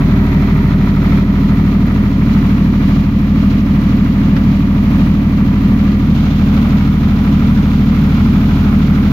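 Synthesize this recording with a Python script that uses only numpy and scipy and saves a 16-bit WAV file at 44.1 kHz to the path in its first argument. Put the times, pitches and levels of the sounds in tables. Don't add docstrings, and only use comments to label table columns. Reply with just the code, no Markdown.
import sys
import numpy as np
from scipy import signal
from scipy.fft import rfft, irfft, next_fast_len
from scipy.io import wavfile
from scipy.ndimage import uniform_filter1d, minimum_filter1d, map_coordinates

SR = 44100
rng = np.random.default_rng(int(sys.argv[2]) if len(sys.argv) > 2 else 0)


def inscribe(sig):
    pcm = np.round(np.clip(np.atleast_2d(sig).T, -1, 1) * 32767)
    wavfile.write(sys.argv[1], SR, pcm.astype(np.int16))


N = 402191
T = np.arange(N) / SR

NOMINAL_RPM = 1544
MOVE_S = 0.16
# knock_db, following_slap_db
CYLINDERS = [(0, 0), (0.5, -1), (-1.5, -6.5)]
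VALVE_BLOWS = [3.5, 3, 3.5, -2, 2, -5.5]
# arrives_s, knock_db, rattle_db, injector_hiss_db, sharp_knocks_over_block_ring_db
PHONE_PLACES = [(0, 1.5, -10, -20, 4), (1.35, 2, -9, -19.5, 1.5), (6.15, 2, -8, -18, 2)]


def undb(db):
    return 10 ** (np.asarray(db) / 20)


def unit(x):
    return x / np.std(x.mean(axis=0))


def curves(table):
    s, *columns = np.transpose(table)
    return [np.interp(T, s, c) for c in columns]


def bell(x, centre, width, db):
    return db * np.exp(-((x - centre) / width) ** 2)


def walk(rate):
    points = rng.standard_normal(1024)
    coarse = map_coordinates(points, [T[::64] * rate], order=3, mode="wrap")
    return coarse.repeat(64)[:N]


def colour(x, table):
    hz, *columns = np.transpose(table)
    size = next_fast_len(N)
    f = np.maximum(np.fft.rfftfreq(size, 1 / SR), 1)
    db = np.array([np.interp(np.log(f), np.log(hz), c) for c in columns])
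    octaves_outside = np.abs(np.log2(f / np.clip(f, hz[0], hz[-1])))
    gain = undb(db - 30 * octaves_outside)
    return irfft(rfft(x, size) * gain, size)[:, :N]


def ring(x, modes):
    out = 0
    for hz, width, db in modes:
        b, a = signal.iirpeak(hz, hz / width, SR)
        out = out + undb(db) * signal.lfilter(b, a, x)
    return out


def arrived(s):
    return np.clip((T - s) / MOVE_S + 1, 0, 1)


def presence():
    reached = [np.ones(N)] + [arrived(place[0]) for place in PHONE_PLACES[1:]] + [np.zeros(N)]
    return -np.diff(reached, axis=0)


def place_levels():
    return np.transpose(PHONE_PLACES)[1:] @ presence()


def by_wall():
    lifted_s = PHONE_PLACES[1][0]
    lingers, fade_s = .75, 1.0
    left_over = lingers * np.exp(-np.maximum(T - lifted_s, 0) / fade_s)
    return 1 - arrived(lifted_s) * (1 - left_over)


def standing():
    wall, hatch = by_wall(), presence()[2]
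    return np.array([wall, 1 - wall - hatch, hatch])


def blows(cycle, sizes_db, lag, decay, bed):
    firing = cycle * len(sizes_db) - lag + len(sizes_db)
    index, age = firing.astype(int), firing % 1
    scatter_db = .9 * rng.standard_normal(1024)[index]
    size = undb(np.asarray(sizes_db)[index % len(sizes_db)] + scatter_db)
    blow = size * age / decay * np.exp(1 - age / decay)
    return np.sqrt(bed ** 2 + blow ** 2)


def strikes(cycle):
    knock_db, slap_db = np.transpose(CYLINDERS)
    knocks = blows(cycle, knock_db, lag=.28, decay=.12, bed=0)
    slaps = blows(cycle, slap_db, lag=.6, decay=.12, bed=0)
    return np.hypot(knocks, slaps)


def clatter(cycle, repeat, slip_ms):
    size = int(SR * 120 / NOMINAL_RPM)
    place = cycle * size + slip_ms * SR / 1000 * walk(40)
    fine = signal.resample(rng.standard_normal((4, size)), 8 * size, axis=1)
    patterns = fine[:, (place * 8).astype(int) % (8 * size)]
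    turn = .5 * T + 0.5 * walk(1.99)
    alike = patterns[:2] * np.cos(turn) + patterns[2:] * np.sin(turn)
    share = np.clip(repeat, 0, 1)
    return np.sqrt(share) * alike + np.sqrt(1 - share) * rng.standard_normal((2, N))


def flurries():
    gain = undb(1.0 * walk(45))
    return gain / np.sqrt(np.mean(gain ** 2))


def drone(cycle, flutter, port_radians, right_db, right_above_hz):
    # multiple_of_cycle_rate, wall_db, panel_db, hatch_db
    order_table = [(2, -43.5, -43.5, -43.5), (3, -19.5, -21.0, -21.0), (6, -19.0, -19.0, -18.0),
                   (7, -26.0, -26.5, -25.5), (8, -38.5, -34.0, -33.0), (9, -24.5, -26.0, -30.5),
                   (10, -24.0, -24.0, -22.5), (11, -30.5, -28.0, -27.0), (12, -25.5, -26.0, -24.0),
                   (13, -27.5, -29.0, -29.5), (14, -33.0, -32.0, -33.0), (15, -19.0, -18.0, -19.5),
                   (16, -20.0, -17.0, -17.0), (17, -43.0, -42.0, -34.5), (18, -24.0, -20.0, -19.0),
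                   (19, -35.0, -31.5, -35.0), (20, -34.5, -32.0, -33.5), (21, -24.5, -23.0, -24.5),
                   (22, -28.5, -27.5, -31.0), (23, -46.5, -38.5, -43.5), (24, -37.5, -34.5, -35.0),
                   (25, -46.0, -43.0, -39.5), (27, -38.0, -39.0, -45.0), (28, -40.0, -43.5, -43.0),
                   (29, -48.5, -51.0, -50.0), (30, -36.0, -42.0, -51.5), (32, -43.0, -45.5, -47.0),
                   (33, -49.5, -51.5, -45.0)]
    # pitch_hz, lateness_cycles
    lateness_table = [(80, .6), (123, 1.45), (135, 1.7), (200, 1.73), (251, 2.0), (264, 2.25), (280, 2.12),
                      (310, 2.28), (341, 2.55), (354, 2.92), (368, 3.28)]
    notch_orders = (11, 17)
    trim_db = 0.58
    out, here = 0, standing()
    cycle_hz = NOMINAL_RPM / 120
    ports = np.array([[-.5], [.5]])
    for k, *place_db in order_table:
        hz = k * cycle_hz
        steps_hz = (np.arange(int(k)) + .5) * cycle_hz
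        late = np.interp(steps_hz, *np.transpose(lateness_table)).sum() + .5 * (k in notch_orders)
        swing_db = flutter * min(k, 20) * walk(18)
        sides = undb(ports * right_db * np.clip((hz - right_above_hz) / 50, 0, 1))
        level = undb(trim_db + np.array(place_db) @ here + swing_db)
        wave = np.cos(2 * np.pi * (k * cycle - late) - ports * port_radians)
        out = out - level * sides * np.sqrt(2) * wave
    return out


def boom(cycle, side_db):
    # pitch_hz, level_db_per_hz
    boom_table = [(12, -61), (40, -56.5), (60, -52.5), (92, -44), (113, -42), (135, -46.5), (153, -33),
                  (168, -34), (181, -40.5), (205, -38.5), (222, -40.5), (250, -49.5), (280, -47),
                  (330, -55), (420, -59.5), (700, -67.5)]
    shove = blows(cycle, np.array(CYLINDERS)[:, 0], lag=0.095, decay=0.21, bed=1.0)
    shove /= np.sqrt(np.mean(shove ** 2))
    noise = rng.standard_normal((2, N)) * np.sqrt(SR / 2)
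    mid, side = colour(shove * noise, boom_table)
    return mid + undb(side_db) * side * np.array([[1], [-1]])


def knock(cycle, strike_db):
    # pitch_hz, left_db_per_hz, right_db_per_hz
    block_table = [(298, -0.5, -22.5), (496, 0, -7), (580, -1.5, -1), (810, -4, -0.5), (965, -2, 4.5),
                   (1080, -1.5, -0.5), (1130, -3, 5.5), (1340, -4, 2.5), (1520, -10, -5), (2320, -7.5, -5),
                   (2560, -13, -11), (3500, -31, -30)]
    swell = blows(cycle, np.array(CYLINDERS)[:, 0], lag=0.36, decay=0.38, bed=.95)
    ringing = clatter(cycle, repeat=0.5, slip_ms=0.038) * swell * flurries()
    crisp = signal.butter(2, 960, "high", fs=SR, output="sos")
    sharp = clatter(cycle, repeat=0.45, slip_ms=0.042) * strikes(cycle) * undb(strike_db)
    x = ringing + signal.sosfilt(crisp, sharp)
    low = signal.sosfiltfilt(signal.butter(2, 1300, fs=SR, output="sos"), x)
    shared = np.array([low[0], np.interp(T - 0.16 / 1000, T, low[0])])
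    return unit(colour(x - 0.81 * low + 0.69 * shared, block_table))


def rattle(cycle):
    # pitch_hz, left_db_per_hz, right_db_per_hz
    valve_gear_table = [(1780, -19, -16.5), (2750, -1, 1.5), (3380, -1, 1.5), (3840, -5.5, -0.5),
                        (5100, -8.5, -8), (6810, -13.5, -14.5), (7590, -19.5, -30), (8950, -45.5, -46.5)]
    wall_knocks, hatch_knocks = .9, 1.5
    chatter = blows(cycle, VALVE_BLOWS, lag=0.042, decay=0.57, bed=2.2)
    noise = clatter(cycle, repeat=0.59, slip_ms=0.022)
    knock_gain = wall_knocks + (hatch_knocks - wall_knocks) * presence()[2]
    x = noise * np.hypot(chatter, knock_gain * strikes(cycle))
    return unit(colour(x * flurries(), valve_gear_table))


def injectors(cycle, spit_db, spits_per_s):
    # pitch_hz, left_db_per_hz, right_db_per_hz
    hiss_table = [(7000, -20.5, -44), (8200, -15.5, -28.5), (8910, -5, -11), (10000, -4, -6),
                  (11000, -6.5, -15.5), (12600, 1, 2.5), (14300, 2, 1), (15700, -1, -4.5)]
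    gate = blows(cycle, VALVE_BLOWS, lag=.1, decay=.2, bed=1.15)
    spit_gain = undb(spit_db + 3.5 * np.minimum(rng.exponential(size=N), 4))
    spits = (rng.random(N) < spits_per_s / SR) * spit_gain
    return unit(colour(clatter(cycle, repeat=.25, slip_ms=.012) * gate + spits, hiss_table))


def cavity(x):
    # pitch_hz, half_width_hz, wall_db, panel_db, hatch_db
    cavity_table = [(382, 45, 4.5, 0.5, 2.5), (437, 41, -2, -1.5, 4.5), (490, 34, -2, -3.5, -4.5),
                    (650, 55, 3.5, 0, 1.5), (817, 30, -4, -5.5, 3), (923, 29, 2, -1, -4.5),
                    (970, 54, 2, 0, 1), (1200, 92, -1, 0, -1), (1330, 65, 2.5, 0, 2.5),
                    (1520, 93, 2.5, 0, 4), (1780, 95, -0.5, 0, -2), (1940, 130, 3.5, 1, 0),
                    (2830, 58, -4, 4, 2.5), (3530, 120, -0.5, -2, 1.5), (4180, 310, 3, 2, 1.5)]
    size = next_fast_len(N)
    f, spectrum, out = np.fft.rfftfreq(size, 1 / SR), rfft(x, size), 0
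    hz, width, *place_db = np.transpose(cavity_table)
    humps = bell(f, hz[:, None], width[:, None], 0.97)
    for db, share in zip(place_db, standing()):
        out = out + share * irfft(spectrum * undb(db @ humps), size)[:, :N]
    return out


def fan(cycle, wander_radians):
    fan_levels = [-37, -32, -30]
    level = undb(np.array(fan_levels) @ standing())
    phase = 2 * np.pi * 17.82 * cycle + wander_radians * walk(5.6)
    return level * np.sqrt(2) * np.cos(phase)


def whine(cycle, waver_db, wander_radians):
    # multiple_of_cycle_rate, wall_db, panel_db, hatch_db
    whine_table = [(31.58, -47, -51, -51), (41, -47, -49, -58), (42, -49, -56, -64), (45, -53, -57, -60),
                   (48, -49, -58, -62), (59, -60, -54, -60), (78, -48.5, -50, -56), (97, -54, -55, -54),
                   (155, -56, -55, -64)]
    out, here = 0, standing()
    for k, *place_db in whine_table:
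        apart = wander_radians * walk(25) * np.array([[1], [-1]])
        level = undb(np.array(place_db) @ here + waver_db * walk(2.6))
        out = out + level * np.sqrt(2) * np.cos(2 * np.pi * k * cycle + apart)
    return out


def clack_and_bursts(decay_s):
    # start_s,
    # level_db
    burst_table = [(4.365, -25), (5.875, -32), (6.876, -31), (7.031, -32), (7.574, -31)]
    # pitch_hz, width_hz, level_db
    burst_modes = [(1330, 560, 12), (2100, 770, -15), (4200, 1200, -15)]
    push = sum(undb(db) * (T >= s) * np.exp(-np.abs(T - s) / decay_s) for s, db in burst_table)
    dull = signal.butter(4, 5000, fs=SR, output="sos")
    ringing = ring(rng.standard_normal((2, N)), burst_modes)
    return push * unit(signal.sosfilt(dull, ringing))


def scene():
    # time_s, above_nominal_rpm
    speed_table = [(0, .75), (3.17, .75), (3.55, -6.45), (6.4, .75)]
    # time_s, level_db
    metal_table = [(0, -32), (1.0, -33), (1.14, -30.5), (1.27, -36), (1.4, -33), (1.7, -33.5), (1.9, -33.5),
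                   (2.15, -35), (2.38, -31.5), (2.7, -34.5), (2.9, -32), (3.12, -36), (3.5, -33),
                   (3.64, -35), (3.82, -33), (4.05, -34.5), (4.3, -33), (4.5, -34), (4.76, -34.5),
                   (5.0, -31), (5.15, -35), (5.7, -33), (6.1, -34.5), (6.72, -32.5), (6.96, -34.5),
                   (7.15, -33.5), (7.55, -33), (7.95, -33.5), (8.5, -32), (9.1, -33)]
    # time_s, left_minus_right_db
    pan_table = [(0, 14), (5.95, 15), (6.28, 4), (7.55, 10), (8.1, 7), (9.1, 8)]
    cycle = np.cumsum(NOMINAL_RPM + curves(speed_table)[0]) / 120 / SR
    knock_db, rattle_db, hiss_db, strike_db = place_levels()
    metal_db, pan_db = curves(metal_table)[0], curves(pan_table)[0]

    low = drone(cycle, flutter=0.015, port_radians=0.049, right_db=4.0, right_above_hz=248)
    low = low + fan(cycle, wander_radians=0.11) + boom(cycle, side_db=-23)
    low = low * undb(0.55 * (metal_db - metal_db.mean()))

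    sides = undb(np.array([pan_db, -pan_db]) / 2)
    sides /= np.sqrt(np.mean(sides ** 2, axis=0))
    hiss = injectors(cycle, spit_db=9.0, spits_per_s=30) * sides * undb(hiss_db)
    lip_db = bell(T, centre=6.23, width=.17, db=3.1)
    block = knock(cycle, strike_db) * undb(knock_db)
    metal = cavity(block + rattle(cycle) * undb(rattle_db + lip_db)) + hiss
    metal *= undb(metal_db + .4 * walk(18))
    return low + metal + whine(cycle, waver_db=2.5, wander_radians=0.48) + clack_and_bursts(decay_s=0.012)


def record(dry):
    size = int(.006 * SR)
    crest = np.maximum(np.abs(dry).max(axis=0), 1e-6)
    gain = minimum_filter1d(np.minimum(1, .94 / crest), 2 * size)
    limited = dry * uniform_filter1d(uniform_filter1d(gain, size), size)
    return signal.sosfilt(signal.ellip(10, .2, 80, 15750, fs=SR, output="sos"), limited)


dry = scene()
out = record(dry)
inscribe(out)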